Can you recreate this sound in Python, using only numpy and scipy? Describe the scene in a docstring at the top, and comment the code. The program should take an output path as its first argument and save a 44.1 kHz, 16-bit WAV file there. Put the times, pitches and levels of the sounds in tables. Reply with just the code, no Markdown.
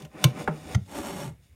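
"""A metal lid is fitted on a large can on a wooden table; small quiet room, one microphone close by.
The lid ticks twice, rubs, and snaps over the rim at 0.24 s; each push makes the enclosed air thump.
At 0.47 s the can's wall takes a dull knock, and at 0.74 s the lid is pressed home. From 0.86 s the
can is turned and scrapes across the table, its base juddering lower in pitch as it slows."""
import sys
import numpy as np
from scipy import signal
from scipy.fft import rfft, irfft
from scipy.io import wavfile
from scipy.ndimage import uniform_filter1d

SR = 44100
rng = np.random.default_rng(int(sys.argv[2]) if len(sys.argv) > 2 else 0)


def transcribe(u):
    """Save the signal u as a 16-bit wav file named by the first command-line argument.

    u: samples, shape (n,) or (channels, n), limited to [-1, 1]; the rate is SR.
    q: integer samples, one column per channel.
    """
    v = np.clip(np.atleast_2d(u).T, -1, 1)
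    q = np.round(v * 32767).astype(np.int16)
    wavfile.write(sys.argv[1], SR, q)


N = 68355
T = np.arange(N) / SR

# modes of the loose lid: f/Hz, level/dB, t60/s
LID_MODES = [(716, -17.5, .08), (1052, -4, 0.092), (1446, -10, .08), (2299, -6.5, 0.11), (2942, 4.5, 0.021),
             (3503, 6.5, 0.017), (4259, 0.5, 0.029), (4604, -3.5, .025), (5820, 2.5, 0.014),
             (6030, -12, 0.061), (6490, 0.5, 0.03), (8220, -6.5, 0.035), (9180, -1, .02), (12200, -3, .018)]
# modes of the can's wall: f/Hz, level/dB, t60/s
WALL_MODES = [(305, -5.5, .08), (465, -6, 0.13), (597, -0.5, 0.13), (735, 0.5, .065), (927, -6.5, 0.071),
              (1019, -12, 0.073), (1290, -7.5, 0.12), (1392, -8.5, 0.1), (1527, -3.5, 0.037),
              (1920, -13, 0.076), (2236, -20, .07)]


def amp(db):
    """Decibels to gain."""
    return 10 ** (np.asarray(db) / 20)


def unit(x):
    """Scale to rms 1."""
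    return x / np.sqrt(np.mean(x ** 2))


def curve(rows, column=1):
    """One column of a table, joined by straight lines in time."""
    rows = np.array(rows)
    return np.interp(T, rows[:, 0], rows[:, column])


def through(x, response):
    """Sound passed through an impulse response."""
    return signal.fftconvolve(x, response)[:N]


def colour(x, spectrum, size=8192):
    """Minimum-phase filter of unit power with the given spectral shape."""
    hz, db = np.array(spectrum).T
    gain = amp(np.interp(np.log(np.fft.rfftfreq(size, 1 / SR) + 1), np.log(hz), db))
    cepstrum = irfft(np.log(unit(gain)))
    cepstrum[1:size // 2] *= 2
    cepstrum[size // 2 + 1:] = 0
    return through(x, irfft(np.exp(rfft(cepstrum))))


def wander(per_s):
    """Random values of rms 1, gliding from one to the next."""
    hold = int(SR / per_s)
    steps = np.repeat(rng.standard_normal(N // hold + 1), hold)
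    return unit(uniform_filter1d(steps, hold)[:N])


def envelope(start, rise, t60):
    """Smooth rise, then exponential decay."""
    age = T - start
    attack = np.sin(np.pi / 2 * np.clip(age / rise, 0, 1)) ** 2
    return attack * np.exp(-np.log(1000) * np.maximum(age - rise, 0) / t60)


def ring(modes, start, rise, swell_cycles=3.5):
    """Decaying modes set going at one moment; the low ones take longer to swell."""
    return sum(amp(db) * envelope(start, max(rise, swell_cycles / hz), t60)
               * np.sin(2 * np.pi * (hz * T + rng.random())) for hz, db, t60 in modes)


def room_tone(level_db=-60.5):
    """The faint, steady air of the room."""
    # spectrum of the room's air: f/Hz, level/dB
    spectrum = [(25, -22), (45, -11), (70, -1), (140, -4), (260, -19.5), (550, -24), (1000, -34.5),
                (2200, -25.5), (3000, -34), (5000, -41.5), (10000, -36.5), (16000, -39)]
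    return amp(level_db) * colour(rng.standard_normal(N), spectrum)


def room(x, reverb_db=-18):
    """The direct sound at the microphone, followed by a small room's short, dull reverberation."""
    # spectrum of the reverberation: f/Hz, level/dB
    spectrum = [(60, -15), (150, -5.5), (400, 1), (1200, -13.5), (3000, -13), (7000, -16.5), (16000, -18.5)]
    decay = envelope(start=.0026, rise=.0026, t60=.21)
    tail = unit(rng.standard_normal(N) * decay) / np.sqrt(N)
    return x + amp(reverb_db) * through(x, colour(tail, spectrum))


def table_rumble():
    """The wooden table rumbles low under the can."""
    # course of the rumble: t/s, level/dB
    levels = [(0, -72), (.05, -55), (.12, -72), (.3, -57), (.42, -54), (.6, -54.5), (.73, -46), (.775, -38),
              (.83, -52), (.89, -77), (.95, -52), (.99, -36), (1.035, -68), (1.09, -54), (1.25, -52),
              (1.42, -56.5), (1.55, -60)]
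    # spectrum of the rumble: f/Hz, level/dB
    spectrum = [(20, -32), (40, -17), (55, -13), (66, -2.5), (85, -4.5), (130, -18), (250, -42.5),
                (600, -75)]
    return unit(colour(rng.standard_normal(N), spectrum)) * amp(curve(levels))


def fine_ringing(x, from_hz=1130, direct_db=1, ring_db=-8):
    """A short random response gives the hiss a dense, quickly damped ringing colour."""
    decay = envelope(start=0, rise=1 / SR, t60=.026)
    response = unit(rng.standard_normal(N) * decay) / np.sqrt(N)
    response = signal.sosfilt(signal.butter(2, from_hz, "high", fs=SR, output="sos"), response)
    return amp(direct_db) * x + amp(ring_db) * through(x, response)


def grains(per_s=7600, spread_db=1.5):
    """Dense tiny slips of uneven size."""
    slips = rng.random(N) < per_s / SR
    return unit(slips * rng.standard_normal(N) * amp(spread_db * rng.exponential(size=N)))


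def friction(levels, spectrum, modes, ring_db, flutter_db=.74):
    """Fluttering slips, heard with a fine ringing and through the main modes of the rubbed part."""
    slips = grains() * amp(curve(levels) + flutter_db * wander(per_s=45))
    body = unit(ring(modes, 0, 1 / SR)) / np.sqrt(N)
    return fine_ringing(colour(slips, spectrum)) + amp(ring_db) * through(slips, body)


def fingers():
    """Fingers hiss over the lid and stir its modes."""
    # course of the fingers' sliding: t/s, level/dB
    levels = [(0, -57.5), (.055, -71), (.1, -73.5), (.19, -61), (.235, -47), (.275, -60), (.33, -63.5),
              (.415, -49), (.46, -63), (.52, -64.5), (.58, -59), (.65, -57.5), (.735, -48.5), (.775, -75),
              (.86, -66), (.95, -75), (1.41, -81), (1.445, -70.5), (1.55, -82)]
    # spectrum of skin on metal: f/Hz, level/dB
    spectrum = [(800, -5.5), (2200, -2), (3600, 1), (4900, -3), (6400, 1.5), (8000, -3), (9400, 1),
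                (11000, -9), (14500, -8.5), (16000, -17.5)]
    return friction(levels, spectrum, LID_MODES, ring_db=-3.5)


def lid_rub():
    """The lid rubs on the rim until it is seated, stirring the can's wall."""
    # course of the rubbing: t/s, level/dB
    levels = [(0, -47.5), (.06, -56.5), (.09, -70.5), (.125, -55), (.16, -45.5), (.235, -40), (.32, -48.5),
              (.345, -45.5), (.375, -39), (.415, -37), (.45, -50), (.54, -47), (.6, -52), (.66, -47),
              (.735, -40), (.77, -66), (.85, -72)]
    # spectrum of lid on rim: f/Hz, level/dB
    spectrum = [(60, -22), (150, 9.5), (280, 8.5), (420, 0.5), (750, -1.5), (1300, -7.5), (2300, -8.5),
                (4000, -30), (8000, -30), (16000, -48)]
    return friction(levels, spectrum, WALL_MODES, ring_db=-5) * (T < levels[-1][0])


def can_scrape(judder_width_hz=78):
    """The base scrapes and judders unevenly, lower in pitch as the can slows."""
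    # course of the scrape: t/s, level/dB
    levels = [(.86, -66.5), (.895, -50.5), (.93, -42.5), (.98, -36), (1.025, -40.5), (1.07, -36),
              (1.11, -39), (1.15, -41.5), (1.23, -39.5), (1.28, -45), (1.325, -65), (1.39, -83.5)]
    # spectrum of metal on wood: f/Hz, level/dB
    spectrum = [(100, -12), (200, 5), (330, 2), (470, -3), (620, 0), (950, -2), (1150, -8.5), (1400, -7.5),
                (2500, -14), (3800, -17.5), (5000, -19), (6500, -18), (8800, -15), (10500, -24),
                (12500, -21.5), (16000, -34.5)]
    # modes of the can's base: f/Hz, level/dB, t60/s
    base_modes = [(330.6, -2, 0.059), (562, -0.5, 0.083), (756, -4.5, 0.051), (920, -7.5, .03),
                  (1148, -7, 0.029), (1730, -17.5, 0.09), (2125, -14.5, 0.25), (2630, -7, .03),
                  (2954, -10, 0.029), (3355, -8.5, 0.029), (3910, -10, .02), (5500, -6.5, 0.022),
                  (6950, -17, 0.019), (8800, -21, 0.0064)]
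    # resonance of the dragging base: t/s, f/Hz, level/dB
    resonance = [(.88, 289.2, -81), (.95, 293.3, -51.5), (.985, 283.3, -32), (1.012, 285, -33),
                 (1.035, 260.8, -51), (1.07, 185.5, -47), (1.12, 182.2, -49.5), (1.165, 174.2, -38),
                 (1.23, 162.5, -43), (1.285, 129.6, -33.5), (1.32, 126.2, -42), (1.385, 132, -73)]
    tone = np.exp(2j * np.pi * np.cumsum(curve(resonance)) / SR)
    uneven = wander(judder_width_hz) + 1j * wander(judder_width_hz)
    rough_tone = (tone * uneven / np.sqrt(np.abs(uneven))).real
    judder = unit(rough_tone) * amp(curve(resonance, column=2))
    moving = (T > levels[0][0]) & (T < levels[-1][0])
    return moving * (judder + friction(levels, spectrum, base_modes, ring_db=-4.5))


def wall_bend(start=.4748, from_hz=1126, to_hz=152, glide_s=.0053, level_db=-21):
    """The knock bends the wall: short waves arrive first, so the pitch drops to the air resonance."""
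    hz = to_hz + (from_hz - to_hz) * np.exp(-np.maximum(T - start, 0) / glide_s)
    phase = 2 * np.pi * np.cumsum(hz * (T >= start)) / SR
    return amp(level_db) * envelope(start, rise=.0032, t60=.26) * np.sin(phase)


def air_thumps(overtone_db=-29.5):
    """The lid bounces on the air in the can: low tones, each with a faint octave."""
    # bounces on the enclosed air: t/s, f/Hz, level/dB, rise/s, t60/s
    bounces = [(.002, 186, -37.5, 0.0063, 0.089), (0.025, 150, -36, 0.017, 0.086),
               (.052, 154, -39, 0.0052, .04), (.243, 134.8, -6.5, .017, 0.058),
               (0.243, 334, -26, .008, 0.11), (0.745, 104.6, -9.5, 0.02, 0.043),
               (0.769, 186, -23.5, 0.008, 0.16), (0.806, 94.4, -34, 0.012, 0.13)]
    sound = np.zeros(N)
    for start, hz, db, rise, t60 in bounces:
        phase = 2 * np.pi * hz * (T - start)
        tone = np.sin(phase) + amp(overtone_db) * np.sin(2 * phase)
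        sound += amp(db) * envelope(start, rise, t60) * tone
    return sound


def blows():
    """Each blow on lid, wall or rim gives a burst of contact noise and rings the struck part."""
    # two ticks, snap, knock, seating: t/s, ring level/dB, contact level/dB, rise/s, contact t60/s, part
    strikes = [(0.0206, -55.5, -52.5, 0.0018, 0.09, "lid"), (0.0468, -62, -48.5, .005, 0.042, "lid"),
               (0.2403, -21, -13, .0016, 0.029, "lid"), (0.4743, -27.5, -22, 0.0032, 0.062, "wall"),
               (0.7435, -31, -29.5, 0.0075, 0.029, "rim")]
    # modes of the rim with the lid in its groove: f/Hz, level/dB, t60/s
    rim_modes = [(1198, -3, .035), (1390, -0.5, 0.024), (1930, 0.5, 0.026), (2128, -0.5, 0.02),
                 (3170, -3, 0.014), (4450, -14.5, .025), (5330, -20, 0.046), (6200, -4.5, 0.016)]
    # contact noise of the lid ticking and snapping: f/Hz, level/dB
    snap = [(200, -1.5), (600, 3.5), (1500, -2), (3300, 3.5), (5000, -7), (6500, 0), (8000, -10),
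            (12000, -9), (16000, -19)]
    # contact noise of the knock on the wall: f/Hz, level/dB
    knock = [(100, -0.5), (300, -16.5), (700, -2.5), (1400, 0), (2200, -13.5), (3200, -24), (5000, -39),
             (9000, -37), (16000, -54)]
    # contact noise of the lid seating in the rim: f/Hz, level/dB
    seat = [(200, 1), (700, 3.5), (2000, -9), (4000, -9), (7000, -9.5), (9000, -18), (12000, -20.5),
            (16000, -33)]
    parts = {"lid": (LID_MODES, snap), "wall": (WALL_MODES, knock), "rim": (rim_modes, seat)}
    sound = np.zeros(N)
    for start, ring_db, contact_db, rise, t60, part in strikes:
        modes, spectrum = parts[part]
        contact = colour(rng.standard_normal(N) * envelope(start, rise, t60), spectrum)
        sound += amp(ring_db) * ring(modes, start, rise) + amp(contact_db) * contact
    return sound


def scene():
    """The can close up in the room, over table rumble and room tone, in mono."""
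    can = blows() + wall_bend() + air_thumps()
    background = table_rumble() + room_tone()
    rubbing = lid_rub() + fingers() + can_scrape()
    return (room(can + rubbing) + background)[None]


def record(dry, low_cut_hz=42, top_hz=15900):
    """The recorder thins the deepest bass and cuts the top."""
    thinned = signal.sosfilt(signal.butter(3, low_cut_hz, "high", fs=SR, output="sos"), dry)
    return signal.sosfilt(signal.ellip(10, .2, 80, top_hz, fs=SR, output="sos"), thinned)


dry = scene()
out = record(dry)
transcribe(out)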